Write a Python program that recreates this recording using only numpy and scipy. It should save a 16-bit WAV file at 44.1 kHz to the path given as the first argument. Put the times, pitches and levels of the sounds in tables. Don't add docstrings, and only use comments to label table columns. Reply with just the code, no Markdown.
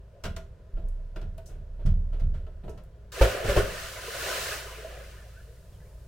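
import sys
import numpy as np
from scipy import signal
from scipy.fft import rfft, irfft, next_fast_len
from scipy.io import wavfile
from scipy.ndimage import map_coordinates

SR = 44100
rng = np.random.default_rng(int(sys.argv[2]) if len(sys.argv) > 2 else 0)


def digitize_waveform(pressure):
    field = np.atleast_2d(pressure).T
    bounded = np.clip(field, -1, 1)
    quanta = np.round(bounded * 32767).astype(np.int16)
    wavfile.write(sys.argv[1], SR, quanta)


N = 267863

# (time [s], boom level [dB], rise [s], clap level [dB])
COLLAPSES = [(3.2094, -4.5, 0.0058, -27.5), (3.447, -38, 0.011, -29.5), (3.486, -15, 0.0048, -32),
             (3.561, -10.5, 0.0091, -25)]
# (time [s], level [dB], fineness [dB]); low fineness means big bubbles, high means fine drops
WASH = [(3.12, -49.5, 6.5), (3.19, -38, -2.5), (3.3, -35.5, -2), (3.43, -40, -5), (3.5, -33.5, -2.5),
        (3.66, -40.5, -1.5), (3.8, -41, 1), (4.0, -44.5, 1.5), (4.3, -34, 1.5), (4.52, -37.5, 3.5),
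        (4.65, -46, 1.5), (4.9, -50, -3), (5.08, -54, 0), (5.25, -60.5, 0.5), (5.65, -74.5, 6.5),
        (6.07, -82.5, 10)]
BUBBLE_T60, BUBBLE_GLIDE = 0.07, 0.18
SLAP_RISE = 0.017


def amp(db):
    return 10 ** (np.asarray(db) / 20)


def unit(x):
    return x / np.sqrt(np.mean(x ** 2) + 1e-20)


def along(points, hz):
    freqs, values = np.transpose(points)
    return np.interp(np.log(hz + 1), np.log(freqs + 1), values)


def curves(rows):
    times, *columns = np.transpose(rows)
    return [np.interp(np.arange(N) / SR, times, column) for column in columns]


def wobble(rate):
    return map_coordinates(rng.standard_normal(int(N * rate / SR) + 4), [np.arange(N) * rate / SR])


def noise():
    return rng.standard_normal((2, N))


def add(track, s, sound):
    part = track[..., round(s * SR):][..., :sound.shape[-1]]
    part += sound[..., :part.shape[-1]]


def filtered(x, response):
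    size = next_fast_len(N + SR // 4)
    return irfft(rfft(x, size) * response(np.fft.rfftfreq(size, 1 / SR)), size)[..., :N]


def fade(t60, rise):
    t = np.arange(SR) / SR
    return np.exp(-np.log(1000) * t / t60) * (1 - np.exp(-t / rise))


def ring(hz, t60, rise, glide=0):
    t = np.arange(SR) / SR
    pitch = hz * (1 + glide * np.minimum(t / t60, 1))
    return fade(t60, rise) * np.sin(2 * np.pi * np.cumsum(pitch) / SR)


def spread(pair, colour, hollow_db=0):
    # (pitch [Hz], width [Hz], strength [dB])
    hollow = [(397.6, 68, 11), (508, 23, 2), (1013, 31, 9), (1236, 67, -3), (1458, 25, 2),
              (1737, 210, -8.5), (2636, 33, 0.5), (2960, 200, -12.5)]
    # (frequency [Hz], likeness [0 to 1])
    likeness = [(100, .99), (300, 0.92), (550, 0.83), (1000, 0.33), (2000, 0.83), (4000, 0.28),
                (12000, 0.43)]

    def response(hz):
        angle = np.arccos(np.clip(along(likeness, hz), -1, 1)) / 2
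        lift = sum(amp(db / 2) / (1 + (2 * (hz - centre) / width) ** 2) for centre, width, db in hollow)
        return amp(along(colour, hz) + hollow_db * lift) * [np.cos(angle), np.sin(angle)]
    mid, side = filtered(pair, response)
    return unit(np.array([mid + side, mid - side]))


def swarm(count, lo_hz, hi_hz, cycles, size_db, glide):
    when, pitch, size, stream = rng.random((count, 4)).T
    hz = lo_hz * (hi_hz / lo_hz) ** pitch[:, None]
    samples = np.arange(int(cycles * SR / lo_hz) + 2)
    age = samples * hz / SR / cycles
    wave = np.sin(2 * np.pi * cycles * age * (1 + glide * age / 2)) * age * np.exp(-2 * np.pi * age)
    wave *= amp(-size_db * np.log(np.maximum(size, 1 / 100)))[:, None]
    start = (when * N).astype(int) + N * (stream > .5)
    summed = np.bincount((start[:, None] + samples).ravel(), wave.ravel(), 2 * N)
    return unit(summed[:2 * N].reshape(2, N))


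def roof_echo(x):
    # (frequency [Hz], t60 [s])
    decay = [(150, 0.33), (600, 0.32), (2500, 0.31), (12000, 0.25)]
    hz, t, spectrum = signal.stft(rng.standard_normal((2, SR // 2)), SR, nperseg=256)
    mid, side = signal.istft(spectrum * amp(-60 * t / along(decay, hz)[:, None]), SR, nperseg=256)[1]
    tail = mid + 0.76 * np.array([side, -side])
    echo = signal.fftconvolve(x.mean(axis=0)[None], tail / np.linalg.norm(tail[0]), axes=1)[:, :N]
    return filtered(echo, lambda hz: hz ** 2 / (hz ** 2 + 300 ** 2) * np.exp(-2j * np.pi * hz * .008))


def calm_lagoon():
    # (frequency [Hz], level [dB])
    colour = [(22, -6.5), (55, -1), (100, -2.5), (170, -12), (260, -30.5), (400, -25.5), (640, -18.5),
              (780, -35.5), (950, -31), (1150, -37.5), (1450, -35), (2200, -42), (5000, -46.5),
              (16000, -59)]
    return amp(-49.5 + 0.3 * wobble(5.02)) * spread(noise(), colour, hollow_db=4.5)


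def generator():
    # (pitch [Hz], level [dB])
    tones = [(55, -46.5), (110, -71.5), (166, -85)]
    # (time [s], gain [dB])
    swell = [(0, -7.5), (3, -4.5), (4.2, -4), (4.8, 1), (5.3, 0.5), (5.6, -7.5), (6.07, -1.5)]
    uneven_time = np.cumsum(1 + .01 * wobble(2)) / SR
    hum = sum(amp(db) * np.sqrt(2) * np.sin(2 * np.pi * hz * uneven_time) for hz, db in tones)
    return hum * amp(curves(swell)[0] + .5 * wobble(11))


def wavelets(bubbles_each):
    # (time [s], level [dB], pitch [Hz])
    gurgles = [(.135, -46, 560), (3.95, -42, 1950), (4.666, -38, 1080), (4.96, -40, 576), (5.17, -49, 1640),
               (5.235, -48, 600), (5.356, -47.5, 1500), (5.47, -49.5, 460), (5.72, -62.5, 3090),
               (5.79, -59, 1810), (5.86, -59, 910)]
    length_s, fall_db = 0.054, 5
    out = np.zeros(N)
    for s, db, hz in gurgles:
        for k in range(bubbles_each):
            age = (k + rng.random()) / bubbles_each
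            pitch = hz * np.exp(.085 * rng.standard_normal())
            bubble = ring(pitch, BUBBLE_T60, rise=0.0026, glide=BUBBLE_GLIDE)
            add(out, s + age * length_s, amp(db - fall_db * age) * bubble)
    return out


def deck_thumps():
    # (time [s], level [dB], hardness [Hz]); little rings above that
    hits = [(0.242, -25, 440), (0.737, -26, 37), (0.786, -29.5, 55), (.836, -27.5, 55.3), (1.167, -35, 40),
            (1.224, -31, 140), (1.516, -37.5, 69), (1.574, -40, 172), (1.697, -34, 45), (1.787, -32, 80),
            (1.852, -16.5, 159), (2.116, -29.5, 45), (2.218, -22, 111), (2.328, -24, 77.4),
            (2.64, -37, 168)]
    # (pitch [Hz], level [dB], t60 [s])
    deck = [(30.53, 5.5, 1), (41, -2.5, 0.3), (51.2, -14, 0.44), (68.66, -4, 1), (86.14, -1.5, 0.59),
            (101, -6, 0.34), (129, -2, 0.26), (170.8, -11, 0.61), (198.3, -10, 0.37), (222.4, -23.5, 0.67),
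            (234, -20.5, 0.25), (314, -22, 0.29)]
    out = np.zeros(N)
    for s, db, hard_hz in hits:
        for hz, level, t60 in deck:
            drive = hz / np.hypot(hz, hard_hz / 4) / np.hypot(1, (hz / hard_hz) ** 2)
            spot_db, detune = rng.normal(0, min(hz / 60, 2.5)), rng.normal(1, .012)
            add(out, s, amp(db + level + spot_db) * drive * ring(hz * detune, t60, rise=0.0074))
    return out * amp([[-.8], [.8]])


def contact_hiss(hiss_hz, length):
    hz = np.fft.rfftfreq(SR, 1 / SR)
    colour = hz ** 2 / (hz ** 2 + 4000 ** 2) / np.hypot(1, (hz - hiss_hz) / (0.32 * hiss_hz))
    mid, side = irfft(rfft(rng.standard_normal((2, SR))) * colour, SR)
    snap = 0.5 * fade(t60=0.016, rise=0.00071)
    settle = fade(length * 0.73, rise=SLAP_RISE * length)
    return (snap + settle) * unit(mid + 0.8 * np.array([side, -side]))


def board_hits():
    # (time [s], level [dB], sharpness [dB], length [s])
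    contacts = [(.237, -31.5, 6, 0.15), (.2524, -32, 4, 0.1), (.3632, -34.5, 5.5, 0.1),
                (.7677, -53, -10, 0.25), (1.159, -39.5, -0.5, 0.14), (1.213, -46.5, 1.5, .15),
                (1.3794, -48, 3, 0.11), (1.4867, -54.5, -4, 0.46), (1.79, -56, -7.5, 0.45),
                (1.858, -41, 4.5, .17), (2.1257, -49, -3.5, 0.28), (2.1955, -49, 4, 0.2),
                (2.3383, -49.5, 0.5, 0.28), (2.4646, -51, -6, 0.088), (2.634, -52, -14.5, 0.21),
                (2.679, -46, -8.5, 0.13), (2.774, -49, 2, 0.16)]
    # (pitch [Hz], level [dB], t60 [s])
    board = [(387.5, -9.5, 0.51), (624, -5, 0.16), (639, 3.5, 0.16), (941, -7, 0.16), (1012, -9, 0.24),
             (1290, -27, 0.17), (1380, -7.5, 0.24), (2780, -21, 0.058), (2950, -4, 0.036),
             (3110, -25, 0.057)]
    knock, slap, wood = np.zeros((3, N))
    hiss = np.zeros((2, N))
    for s, db, sharp_db, length in contacts:
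        add(knock, s, amp(db - 1.5 - sharp_db) * fade(length * 1.76, rise=0.0044))
        add(slap, s, amp(db - 7) * fade(length, rise=SLAP_RISE * length))
        add(hiss, s, amp(db - 14.5 + sharp_db) * contact_hiss(4000 + 110 * sharp_db, length))
        wood_db = db - 7.5 - 0.54 * sharp_db
        for hz, level, t60 in board:
            spot_db, detune = rng.normal(0, 2.5), rng.normal(1, .03)
            add(wood, s, amp(wood_db + level + spot_db) * ring(hz * detune, t60, rise=0.0039))
    knock_colour = [(105, 3.5), (170, 6), (250, -5.5), (380, 3), (490, -1.5), (640, 0), (800, -11.5),
                    (1500, -43)]
    slap_colour = [(500, -28), (720, 2), (870, -6.5), (1030, -0.5), (1170, 0.5), (1380, 4), (1900, -4),
                   (2900, -4), (4200, -9.5), (8000, -48)]
    return wood + hiss + knock * spread(noise(), knock_colour) + slap * spread(noise(), slap_colour)


def wet_soles():
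    # (time [s], level [dB], centre [Hz], length [s])
    hisses = [(.885, -57, 9400, .07), (1.378, -53.5, 12000, 0.063), (1.458, -52, 6160, 0.28),
              (1.863, -58, 12100, 0.06), (2.693, -55.5, 5750, .14), (2.835, -62, 11000, .085)]
    out = np.zeros((2, N))
    for s, db, hiss_hz, length in hisses:
        add(out, s, amp(db) * contact_hiss(hiss_hz, length))
    return out


def stray_bubbles(count):
    lo_hz, hi_hz = 466, 2460
    out = np.zeros((2, N))
    wash_db = curves(WASH)[0]
    first_s = COLLAPSES[0][0]
    for when, pitch, size, side in rng.random((count, 4)):
        s = first_s + when * (N / SR - first_s)
        hz = lo_hz * (hi_hz / lo_hz) ** pitch
        db = -12 + .62 * wash_db[int(s * SR)] - 9 * size
        pan_db = 8.3 * (side - .5) * np.array([[1], [-1]])
        add(out, s, amp(db + pan_db) * ring(hz, BUBBLE_T60, rise=0.0017, glide=BUBBLE_GLIDE))
    return out


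def foam():
    # (time [s], level [dB])
    fizz = [(3.12, -82), (4.5, -60), (5.1, -67.5), (6.07, -68.5)]
    return amp(curves(fizz)[0]) * spread(noise(), [(4000, -8), (9000, -6), (15000, -10)])


def splash():
    # (frequency [Hz], level [dB])
    bubble_colour = [(200, -4.5), (300, -19), (385, -15.5), (540, 0), (660, 1), (790, -7), (1200, -40)]
    drop_colour = [(650, -28), (870, -14), (1050, -10.5), (1500, -3), (2100, -6), (2900, -5), (3700, -11),
                   (6000, -24.5)]
    mist_colour = [(2500, -18), (4000, -5.5), (6500, -6.5), (9500, -9), (11500, -13), (16000, -12)]
    wash_db, fine_db = curves(WASH)
    burst = np.zeros(N)
    for s, db, _, _ in COLLAPSES:
        add(burst, s, amp(db) * fade(t60=0.25, rise=0.0055))
    bubbles = swarm(count=5000, lo_hz=283, hi_hz=858, cycles=10.2, size_db=0, glide=0.16) + noise()
    drops = swarm(count=7000, lo_hz=844, hi_hz=3953, cycles=25, size_db=0.8, glide=0.086) + 2.7 * noise()
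    mist = swarm(count=30000, lo_hz=2650, hi_hz=14600, cycles=3.2, size_db=0.5, glide=0) + 1.68 * noise()
    bubble_gain = np.hypot(amp(wash_db - 1.5 - 1.3 * fine_db + 1.07 * wobble(22)), amp(-13.5) * burst)
    drop_gain = np.hypot(amp(wash_db - 0.5), amp(-17.5) * burst)
    mist_gain = np.hypot(amp(wash_db - 3.5 + fine_db), amp(-26.5) * burst)
    return (bubble_gain * spread(bubbles, bubble_colour, hollow_db=6)
            + drop_gain * spread(drops, drop_colour, hollow_db=5.5)
            + mist_gain * spread(mist, mist_colour))


def plunge():
    # (time [s], level [dB], pitch [Hz])
    gulps = [(1.381, -34.5, 634), (3.208, -18, 876), (3.212, -4.5, 520), (3.216, -19, 328.4),
             (3.345, -22, 573), (3.493, -11, 556), (3.566, -11.5, 594), (3.571, -11, 359),
             (3.573, -20.5, 1046), (3.594, -10.5, 391), (3.597, -23, 1432), (3.655, -21.5, 531),
             (4.08, -24.5, 456), (4.511, -22.5, 1622), (4.783, -31.5, 420), (4.846, -24.5, 619)]
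    tones, claps, heaves = np.zeros((3, N))
    for s, db, rise, clap_db in COLLAPSES:
        add(tones, s, amp(db) * ring(hz=50.4, t60=.19, rise=rise, glide=0.027))
        add(tones, s, amp(clap_db + 5.5) * ring(hz=105.6, t60=0.2, rise=0.0041))
        add(claps, s, amp(clap_db) * fade(t60=0.32, rise=0.005))
        add(heaves, s, amp(clap_db - 6) * fade(t60=0.76, rise=0.0023))
    for s, db, hz in gulps:
        add(tones, s, amp(db) * ring(hz, BUBBLE_T60, rise=0.0051, glide=BUBBLE_GLIDE))
    clap_colour = [(150, 4), (320, 6.5), (400, 12), (550, -1.5), (900, -6), (1500, 2), (3000, -18.5),
                   (5000, -10.5), (15000, -23)]
    heave_colour = [(20, 14.5), (55, 8), (78, -10), (100, 16), (135, -8), (165, 4), (220, -7),
                    (330, -44.5)]
    clap = spread(noise(), clap_colour, hollow_db=5)
    heave = spread(noise(), heave_colour)
    return tones + claps * clap + heaves * heave


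def scene():
    entry_s, entry_rise_s = 3.119, 0.0013
    entered = np.clip((np.arange(N) / SR - entry_s) / entry_rise_s, 0, 1)
    deck = deck_thumps() + board_hits() + wet_soles()
    water = entered * (splash() + foam()) + plunge() + stray_bubbles(count=36) + wavelets(bubbles_each=6)
    delay_s = np.array([[0], [.00003]])
    direct_deck = filtered(deck, lambda hz: np.exp(-2j * np.pi * hz * delay_s))
    echoes = amp(-7) * roof_echo(deck) + amp(-9) * roof_echo(water)
    return direct_deck + water + echoes + calm_lagoon() + generator()


def record(dry):
    return filtered(dry, lambda hz: hz < 15900)


dry = scene()
out = record(dry)
digitize_waveform(out)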